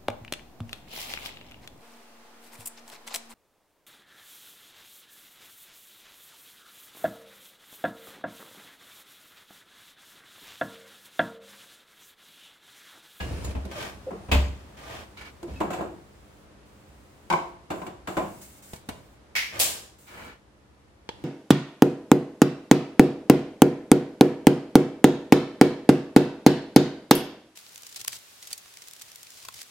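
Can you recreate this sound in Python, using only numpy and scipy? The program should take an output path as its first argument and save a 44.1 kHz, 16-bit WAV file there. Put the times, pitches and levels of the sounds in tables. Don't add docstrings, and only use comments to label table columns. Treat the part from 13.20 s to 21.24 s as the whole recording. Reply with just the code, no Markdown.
import sys
import numpy as np
from scipy import signal
from scipy.fft import rfft, irfft, next_fast_len
from scipy.io import wavfile
from scipy.ndimage import uniform_filter1d

SR = 44100
rng = np.random.default_rng(int(sys.argv[2]) if len(sys.argv) > 2 else 0)


def put_to_file(sound):
    columns = np.atleast_2d(sound).T
    safe = np.clip(columns, -1, 1)
    whole_steps = np.round(safe * 32767)
    wavfile.write(sys.argv[1], SR, whole_steps.astype(np.int16))


N = 354563

# frequency in Hz, relative level in dB per Hz.
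FLOOR_SPECTRUM = [(15, -43.5), (25, -35), (59, 3.5), (97, -6), (149, -6), (170, -20.5), (200, -6.5),
                  (229, -11), (293, -10), (575, -12.5), (659, -15), (1190, -18), (1440, -20),
                  (10700, -37.5), (16000, -53)]
FLOOR_DB = -56.5
# time in seconds, gain in dB.
FLOOR_SWELL = [(0, 10.5), (2.9, 3.5), (4, 3), (5.9, 2), (7.3, -1.5), (7.85, -1), (8.03, 6)]
# frequency in Hz, rms level in dB before the swell.
HUM = [(149, -77), (201, -71.5), (300, -72.5)]
# frequency in Hz, t60 in seconds.
KITCHEN_DECAY = [(60, 0.64), (200, 0.54), (500, 0.49), (1000, 0.46), (2500, 0.47), (6000, 0.48),
                 (15000, 0.36)]
# frequency in Hz, likeness from 0 to 1.
STEREO_LIKENESS = [(60, 0.79), (150, 0.77), (300, 0.92), (480, 0.3), (700, 0.28), (1400, 0),
                   (16000, 0.0092)]

# start in seconds, length in seconds, rms level in dB.
HISS_STRETCHES = [(0, 3.24, -69), (3.45, .85, -68.5), (4.55, 0.11, -59), (4.89, 0.5, -54.5),
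                  (5.21, 0.022, -49), (5.42, 0.14, -52), (5.65, 0.29, -68.5), (6.78, 0.29, -57)]
HISS_ATTACK_S, HISS_RELEASE_S = 0.0089, 0.031
# peak time, rise and fall in seconds, level at the peak in dB, hardness in dB.
RUBS = [(1.974, 0.0039, 0.049, -44.5, 18), (2.014, 0.0046, 0.03, -42.5, 11),
        (2.055, 0.0088, 0.046, -44, 13), (6.885, 0.013, 0.063, -48.5, 12), (6.99, .07, 0.1, -42.5, 2),
        (7.08, 0.042, 0.071, -45.5, 3.5)]
# peak time, rise and fall in seconds, level at the peak in dB, hardness in dB.
STROKES = [(0.514, .0012, 0.027, -39, 2.5), (0.615, 0.074, 0.098, -35, 4), (1.573, .003, 0.22, -47.5, 4.5),
           (1.755, 0.11, 0.083, -39.5, 1), (6.37, 0.04, 0.2, -37.5, 3.5)]
# start in seconds, length in seconds, pitch in Hz, peak level in dB,
# rms unsteadiness as a share of the pitch.
SQUEAKS = [(0.555, 0.039, 590, -38.5, 0.047), (0.864, 0.04, 523, -28.5, 0.069),
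           (0.93, 0.015, 370, -32, 0.02), (0.941, 0.026, 455, -37, 0.018),
           (2.227, 0.052, 338, -33.5, 0.092)]

# start in seconds, level in dB before the mode levels, lowest mode in Hz,
# t60 of that mode in seconds.
CLINKS = [(0.001, -42.5, 1660, 0.26), (0.004, -48.5, 2840, 0.48), (0.245, -43, 7000, 0.16),
          (2.36, -52, 2590, 0.21), (4.666, -47, 2290, 0.055), (4.874, -38, 1567, .07),
          (4.969, -31.5, 1497, 0.064)]
# multiple of the lowest mode, relative level in dB.
DISH_MODES = [(1, 6), (1.016, -8), (1.19, -9), (1.474, -7.5), (2.56, -25)]
MUG_HZ, MUG_SCATTER, MUG_T60_S, MUG_DB, MUG_PER_HARDNESS = 2566, 0.0273, 0.21, -20.5, 1
CUTLERY_JOLT_DB, CUTLERY_ROLL_DB, CUTLERY_SETTLE_S = -25, -18, .1

# start in seconds, rms level of the first 30 ms in dB, hardness in dB.
CLICKS = [(0.246, -45.5, 18), (0.451, -48, -7), (2.011, -53, -5), (2.228, -51.5, -1), (4.667, -46.5, -12),
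          (5.533, -39, -8.5), (5.56, -54, 9), (5.688, -33.5, -12)]
KNOCKS = [(7.89, -35.5, 1.5)]
SNAPS = [(6.393, -29, 4.5), (6.399, -19, -6), (6.413, -24.5, -8)]
CLACKS = [(6.1528, -26.5, -4.5), (6.1608, -24.5, 3)]
CLANGS = [(2.411, -29, -14), (4.1015, -24.5, 8.5), (4.111, -25.5, -5), (4.125, -25, 7), (4.135, -23, -8),
          (4.617, -39, -3), (4.976, -31.5, -1)]
CLUNKS = [(0.453, -41.5, -38), (0.906, -38.5, -10), (2.228, -43, -11), (2.404, -26.5, 1.5),
          (2.504, -34, 11), (2.531, -37, 16), (2.585, -34, -8), (2.608, -33.5, -3), (4.503, -30.5, 6.5),
          (4.615, -42, 3), (4.664, -40.5, 6), (4.873, -34, 13.5), (4.969, -26, 3)]
JOLTS = [(0.002, -35.5, 6), (0.108, -37, -23), (0.244, -37, -12), (0.276, -40.5, -28), (0.35, -34, -8.5),
         (1.085, -37.5, -10), (1.115, -20.5, 11), (1.143, -23, -4.5), (1.177, -34.5, -19), (2.28, -39, -22)]
MIDDLE_SHARE = 0.34
REBOUND_S, REBOUND_DB, REBOUND_HARDNESS_DB = .007, -2.2, -18.5
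SETTLE_GAP_S, SETTLE_DB_PER_TAP = .036, -8.5

# start in seconds, length in seconds, rumble rms in dB,
# squeal amplitude in dB before its flutter.
ROLLS = [(0, 0.319, -37.5, -60.5), (0.96, 0.2, -56.5, -67), (2.269, .12, -44, -90)]
ROLL_ATTACK_S, ROLL_RELEASE_S = 0.011, 0.025
SQUEAL_HZ = 9100

# frequency in Hz, relative level in dB per Hz.
HISS_SPECTRUM = [(100, -11), (2000, -6.5), (5500, -5.5), (7400, 2), (9500, -3.5), (16000, -5.5)]
RUB_SPECTRUM = [(35, -23), (60, 2), (150, -7.5), (260, -3), (480, -3.5), (750, -5), (1000, -3), (1120, -5),
                (1800, -6.5), (2500, -11), (7000, -30.5), (16000, -41)]
SCUFF_SPECTRUM = [(30, -12), (80, 8.5), (200, -3), (600, 1), (1200, -7.5), (2500, -9), (4500, -15),
                  (7500, -20), (16000, -30)]
PLASTIC_SPECTRUM = [(40, -9), (150, 0), (500, -6), (1200, -23), (2300, -14.5), (3500, -7.5), (5500, -12),
                    (7500, -11), (10000, -14.5), (16000, -21.5)]
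WOODY_SPECTRUM = [(35, -19), (70, -6), (370, -4), (503, -2.5), (682, -13), (862, -1.5), (1170, -17.5),
                  (1740, -12.5), (2400, -17), (3340, -6), (3760, -16), (4120, -12), (5330, -21),
                  (16000, -49)]
BRIGHT_SPECTRUM = [(100, -39.5), (350, -14.5), (650, -0.5), (1000, -12.5), (1600, -6.5), (2700, 3),
                   (4000, 5), (6000, 3), (7400, 7.5), (9500, 5), (16000, 1.5)]
HOLLOW_SPECTRUM = [(100, -31.5), (500, -19.5), (1300, -13), (1800, -2.5), (2150, 5), (2600, -2.5),
                   (3600, -8.5), (5500, -9), (8000, -20), (16000, -19.5)]
PAN_SPECTRUM = [(40, -30), (120, -28), (170, -6.5), (230, -19), (350, -6), (450, -12.5), (800, -1.5),
                (1050, 5.5), (1200, -8), (1550, -11), (1800, -21), (2350, -15.5), (3200, -25.5),
                (6000, -34.5), (7400, -34), (9000, -39), (16000, -50)]
STEEL_SPECTRUM = [(40, -22), (90, -7.5), (135, -12), (190, 2), (250, -8), (340, 3), (450, -5.5), (570, -1),
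                  (740, -1), (880, -5.5), (1030, -6.5), (1300, -10), (1600, -13.5), (1950, -17),
                  (2500, -20.5), (3500, -25.5), (6000, -37.5), (7300, -26.5), (9000, -37.5), (16000, -42.5)]
RACK_SPECTRUM = [(30, -16), (80, 4.5), (125, -9.5), (170, 1), (215, -2.5), (330, -3), (600, -4), (1000, -9),
                 (1400, -17), (2200, -13.5), (2600, -11.5), (3200, -14), (6000, -29), (7400, -25.5),
                 (9000, -34), (16000, -33)]

# frequency in Hz, relative level in dB, t60 in seconds.
PAN_MODES = [(162, -21, 0.36), (349.5, -8.5, 0.59), (535, -7.5, 0.54), (670, -7, 0.66), (880, -22, 0.35),
             (964, -0.5, 0.43), (990, 0, .4), (1020, 6, 0.28), (1078, -3.5, .38), (1116, 1.5, 0.45),
             (1330, -12, 0.27), (2159, -4.5, 0.14), (2380, -5, 0.25), (2670, -16, 0.24)]
# frequency in Hz, relative level in dB, t60 in seconds.
STEEL_MODES = [(167.2, -4.5, 0.58), (197.6, 0, 0.82), (313, -3, 0.68), (352.3, 11.5, 0.41),
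               (347, -11, 0.89), (529, -1, 0.64), (620, 8, 0.32), (639, 7, 0.44), (740, 13.5, 0.39),
               (970, -15, 0.64), (1022, 15, 0.33)]
# frequency in Hz, relative level in dB, t60 in seconds.
RACK_MODES = [(170, -24, .2), (205.6, -1, 0.27), (268.3, 9.5, 0.52), (593, 4, 0.45), (635, 5, 0.3),
              (770, -18, 0.33)]
# frequency in Hz, level in dB relative to the jolt.
TUB_MODES = [(44, -7), (68.7, 6.5), (86, -13.5)]

EDGE_HZ = 15950


def gain_of(db):
    return 10 ** (np.asarray(db) / 20)


def rms(x):
    return np.sqrt(np.mean(x ** 2) + 1e-20)


def read(points, hz):
    f, value = np.transpose(points)
    return np.interp(np.log(hz + 1), np.log(f + 1), value)


def add(mix, s, sound):
    part = mix[:, max(round(s * SR), 0):][:, :sound.shape[-1]]
    part += sound[..., :part.shape[1]]


def held(rows, attack_s, release_s):
    t = np.arange(N) / SR
    level = np.zeros(N)
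    for s, length, db in rows:
        attack = np.clip((t - s) / attack_s, 0, 1)
        release = np.exp(-np.maximum(t - s - length, 0) / release_s)
        level += gain_of(db) * attack * release
    return level


def diffuse(size):
    a, b = rfft(rng.standard_normal((2, size)))
    same = np.clip(read(STEREO_LIKENESS, np.fft.rfftfreq(size, 1 / SR)), -1, 1)
    mid = a * np.sqrt((1 + same) / 2)
    side = b * np.sqrt((1 - same) / 2)
    return irfft([mid + side, mid - side], size)


def colour(x, spectrum, size=4096):
    log_gain = np.log(gain_of(read(spectrum, abs(np.fft.fftfreq(size, 1 / SR)))))
    taps = np.fft.ifft(np.exp(np.conj(signal.hilbert(log_gain)))).real[:size // 2]
    return signal.fftconvolve(x, taps[None] / np.linalg.norm(taps), axes=1)[:, :x.shape[1]]


def tint(x, hardness_db, bass_db, middle_db):
    middle = middle_db + MIDDLE_SHARE * hardness_db
    return colour(x, [(90, bass_db), (380, 0.0011), (620, middle / 2), (1050, middle), (4000, hardness_db)])


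def uneven(spectrum, ripple_db):
    hz = np.arange(0, SR / 2, 10)
    coarse = hz[::5]
    ripple = np.interp(hz, coarse, rng.standard_normal(len(coarse))) * np.minimum(hz / 1500, 1)
    return np.column_stack([hz, read(spectrum, hz) + ripple_db * ripple])


def room_tail(size):
    hz, t, bands = signal.stft(diffuse(size), SR, nperseg=256)
    decay = gain_of(-60 * t / read(KITCHEN_DECAY, hz)[:, None])
    return signal.istft(bands * decay, SR)[1][:, :size]


def ringing(modes, t):
    out = np.zeros((2, len(t)))
    for hz, db, t60 in modes:
        phase, skew = rng.uniform(-np.pi, np.pi, 2)
        skew *= (1 - read(STEREO_LIKENESS, hz)) / 2
        tone = np.sin(2 * np.pi * hz * t + phase + np.array([[skew], [-skew]]))
        out += gain_of(db - 60 * t / t60) * tone
    return out


def blows(rows, spectrum, bass_db, middle_db, pan_db, rise_s, contact_s, room_db, ripple_db,
          modes=(), modes_db=0, size=28672):
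    out, t = np.zeros((2, N)), np.arange(size) / SR
    head = round(.03 * SR)
    body = uneven(spectrum, ripple_db)
    for s, db, hardness_db in rows:
        contact = diffuse(size) * np.exp(-t / contact_s)
        noise = contact + gain_of(room_db) * room_tail(size)
        sound = colour(noise * (1 - np.exp(-t / rise_s)), body)
        sound = tint(sound + gain_of(modes_db) * ringing(modes, t), hardness_db, bass_db, middle_db)
        sides = gain_of([[db + pan_db / 2], [db - pan_db / 2]])
        add(out, s, sides * sound / rms(sound[:, :head]))
    return out


def rubbing(rows, spectrum, bass_db, middle_db, grain_db, slips_per_s, ripple_db):
    out, body = np.zeros((2, N)), uneven(spectrum, ripple_db)
    for s, rise, fall, db, hardness_db in rows:
        start = max(s - 2 * rise, 0)
        t = start + np.arange(next_fast_len(int((s + 3 * fall - start) * SR))) / SR
        slips = np.interp(t * slips_per_s % 4096, np.arange(4096), rng.standard_normal(4096))
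        grainy = diffuse(2 ** 17)[:, :len(t)] * gain_of(grain_db * slips)
        sound = tint(colour(grainy, body), hardness_db, bass_db, middle_db)
        pressure = np.exp(-((t - s) / np.where(t < s, rise, fall)) ** 2)
        add(out, start, gain_of(db) * pressure * sound / rms(sound))
    return out


def grainy_noise(spectrum, grain_db, ripple_db):
    grain = uniform_filter1d(rng.standard_normal(N), size=120)
    noise = diffuse(next_fast_len(N))[:, :N] * gain_of(grain_db * grain / rms(grain))
    return colour(noise, uneven(spectrum, ripple_db))


def background(wander_db):
    t = np.arange(N) / SR
    wander = sum(np.sin(2 * np.pi * (f * t + rng.random())) / np.sqrt(f) for f in np.geomspace(1, 9, 12))
    air = colour(diffuse(next_fast_len(N)), FLOOR_SPECTRUM)[:, :N]
    air = air * gain_of(wander_db * wander / rms(wander))
    hum = np.zeros(N)
    for hz, db in HUM:
        hum += gain_of(db) * np.sqrt(2) * np.sin(2 * np.pi * (hz * t + rng.random()))
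    swell = gain_of(np.interp(t, *np.transpose(FLOOR_SWELL)))
    return (gain_of(FLOOR_DB) * air / rms(air) + hum) * swell


def thin_hiss():
    hiss = grainy_noise(HISS_SPECTRUM, grain_db=0.5, ripple_db=4.0)
    return hiss / rms(hiss) * held(HISS_STRETCHES, HISS_ATTACK_S, HISS_RELEASE_S)


def stiff_rubs():
    return rubbing(RUBS, RUB_SPECTRUM, bass_db=1.0, middle_db=-1.2, grain_db=1.0, slips_per_s=370,
                   ripple_db=3.0)


def scrapes():
    return rubbing(STROKES, SCUFF_SPECTRUM, bass_db=-3, middle_db=3.2, grain_db=1.5, slips_per_s=700,
                   ripple_db=3.0)


def squeaks():
    out = np.zeros((2, N))
    for s, length, hz, db, unsteady in SQUEAKS:
        waver = uniform_filter1d(rng.standard_normal(SR), size=60)[:int(length * SR)]
        turns = np.cumsum(hz * (1 + unsteady * waver / rms(waver))) / SR
        add(out, s, gain_of(db) * signal.windows.tukey(len(turns), .5) * np.sin(2 * np.pi * turns))
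    return out


def cutlery_rattle(ticks_per_s, low_hz, high_hz, spread_db, count=40):
    span = 3 * SR
    out, t = np.zeros((2, N)), np.arange(SR // 4) / SR
    for hz in np.geomspace(low_hz, high_hz, count) * rng.uniform(.95, 1.05, count):
        struck = rng.random(span) < ticks_per_s / count / SR
        ticks = struck * gain_of(spread_db * rng.standard_normal(span))
        t60 = 45 / hz
        add(out, 0, signal.fftconvolve(ticks[None], ringing([(hz, 0, t60)], t), axes=1))
    jolted = held([(s, 0, db + CUTLERY_JOLT_DB) for s, db, _ in JOLTS], ROLL_ATTACK_S, CUTLERY_SETTLE_S)
    return out / rms(out[:, :span]) * np.hypot(jolted, gain_of(CUTLERY_ROLL_DB) * roll_level())


def clinks():
    out, t = np.zeros((2, N)), np.arange(SR // 2) / SR
    mug = []
    for s, db, hardness_db in JOLTS:
        mug_db = db + MUG_DB + MUG_PER_HARDNESS * hardness_db
        mug.append((s, mug_db, MUG_HZ * (1 + MUG_SCATTER * rng.uniform(-1.15, 1)), MUG_T60_S))
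    for s, db, hz, t60 in CLINKS + mug:
        modes = [(hz * k, db + mode_db, t60 / k) for k, mode_db in DISH_MODES if hz * k < SR / 2]
        add(out, s, ringing(modes, t))
    return out


def plastic_clicks():
    return blows(CLICKS, PLASTIC_SPECTRUM, bass_db=4, middle_db=14.5, pan_db=0.3, rise_s=0.001,
                 contact_s=0.006, room_db=-18.0, ripple_db=3.5)


def woody_knock():
    return blows(KNOCKS, WOODY_SPECTRUM, bass_db=-2.0, middle_db=3, pan_db=-2.0, rise_s=0.00014,
                 contact_s=0.0036, room_db=-22, ripple_db=1.5)


def bright_snaps():
    return blows(SNAPS, BRIGHT_SPECTRUM, bass_db=15.5, middle_db=0.3, pan_db=.4, rise_s=.0001,
                 contact_s=0.0006, room_db=-7, ripple_db=1.0)


def hollow_clacks():
    return blows(CLACKS, HOLLOW_SPECTRUM, bass_db=-1.5, middle_db=0.8, pan_db=-.2, rise_s=.0002,
                 contact_s=.015, room_db=7.5, ripple_db=1.0)


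def pan_clangs():
    return blows(CLANGS, PAN_SPECTRUM, bass_db=5.0, middle_db=-2.4, pan_db=0.7, rise_s=0.00061,
                 contact_s=0.0078, room_db=-11, ripple_db=3, modes=PAN_MODES, modes_db=-18.5)


def clatter(count=2):
    rows = []
    for s, db, hardness_db in CLUNKS:
        dull = hardness_db + REBOUND_HARDNESS_DB
        taps = s + np.cumsum(SETTLE_GAP_S * rng.uniform(.75, 1.25, count))
        rows += [(s, db, hardness_db), (s + REBOUND_S, db + REBOUND_DB, dull)]
        rows += [(at, db + k * SETTLE_DB_PER_TAP, dull) for k, at in enumerate(taps, 1)]
    return rows


def steel_clunks():
    return blows(clatter(), STEEL_SPECTRUM, bass_db=1.5, middle_db=-1, pan_db=0.4, rise_s=0.0013,
                 contact_s=0.016, room_db=-6.5, ripple_db=2.5, modes=STEEL_MODES, modes_db=-25.5)


def tub_boom(build_s, t60):
    out, t = np.zeros((2, N)), np.arange(SR) / SR
    swing = (1 - np.exp(-(t / build_s) ** 2)) * gain_of(-60 * t / t60)
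    tones = sum(gain_of(db) * np.sin(2 * np.pi * hz * t) for hz, db in TUB_MODES)
    boom = swing / swing.max() * tones
    for s, db, _ in JOLTS:
        add(out, s, gain_of(db) * boom)
    return out


def roll_level():
    return held([(s, length, db) for s, length, db, _ in ROLLS], ROLL_ATTACK_S, ROLL_RELEASE_S)


def wheel_squeal(unsteady, flutter_db):
    waver, flutter = uniform_filter1d(rng.standard_normal((2, N)), size=160)
    turns = np.cumsum(SQUEAL_HZ * (1 + unsteady * waver / rms(waver))) / SR
    level = held([(s, length, db) for s, length, _, db in ROLLS], attack_s=0.1, release_s=0.017)
    return level * gain_of(flutter_db * flutter / rms(flutter)) * np.sin(2 * np.pi * turns)


def wheel_rumble():
    rumble = grainy_noise(SCUFF_SPECTRUM, grain_db=1.5, ripple_db=3.5)
    rumble = tint(rumble, hardness_db=-5, bass_db=7.5, middle_db=-5)
    return roll_level() * rumble / rms(rumble)


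def rack_jolts():
    return blows(JOLTS, RACK_SPECTRUM, bass_db=11.5, middle_db=5.5, pan_db=1.5, rise_s=0.0017,
                 contact_s=0.025, room_db=-6.5, ripple_db=2.0, modes=RACK_MODES, modes_db=-19)


def scene():
    soft = background(wander_db=-0.02) + thin_hiss()
    friction = stiff_rubs() + scrapes() + squeaks()
    dishes = clinks() + cutlery_rattle(ticks_per_s=1300, low_hz=1100, high_hz=8400, spread_db=-2.5)
    small_hits = plastic_clicks() + woody_knock() + bright_snaps() + hollow_clacks()
    metal_hits = pan_clangs() + steel_clunks()
    wheels = wheel_squeal(unsteady=0.0124, flutter_db=1.5) + wheel_rumble()
    rack = rack_jolts() + tub_boom(build_s=0.011, t60=0.44)
    return soft + friction + dishes + small_hits + metal_hits + wheels + rack


def record(dry):
    low_pass = signal.firwin(511, EDGE_HZ, window=("kaiser", 9), fs=SR)
    return signal.oaconvolve(dry, low_pass[None], "same")


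dry = scene()
out = record(dry)
put_to_file(out)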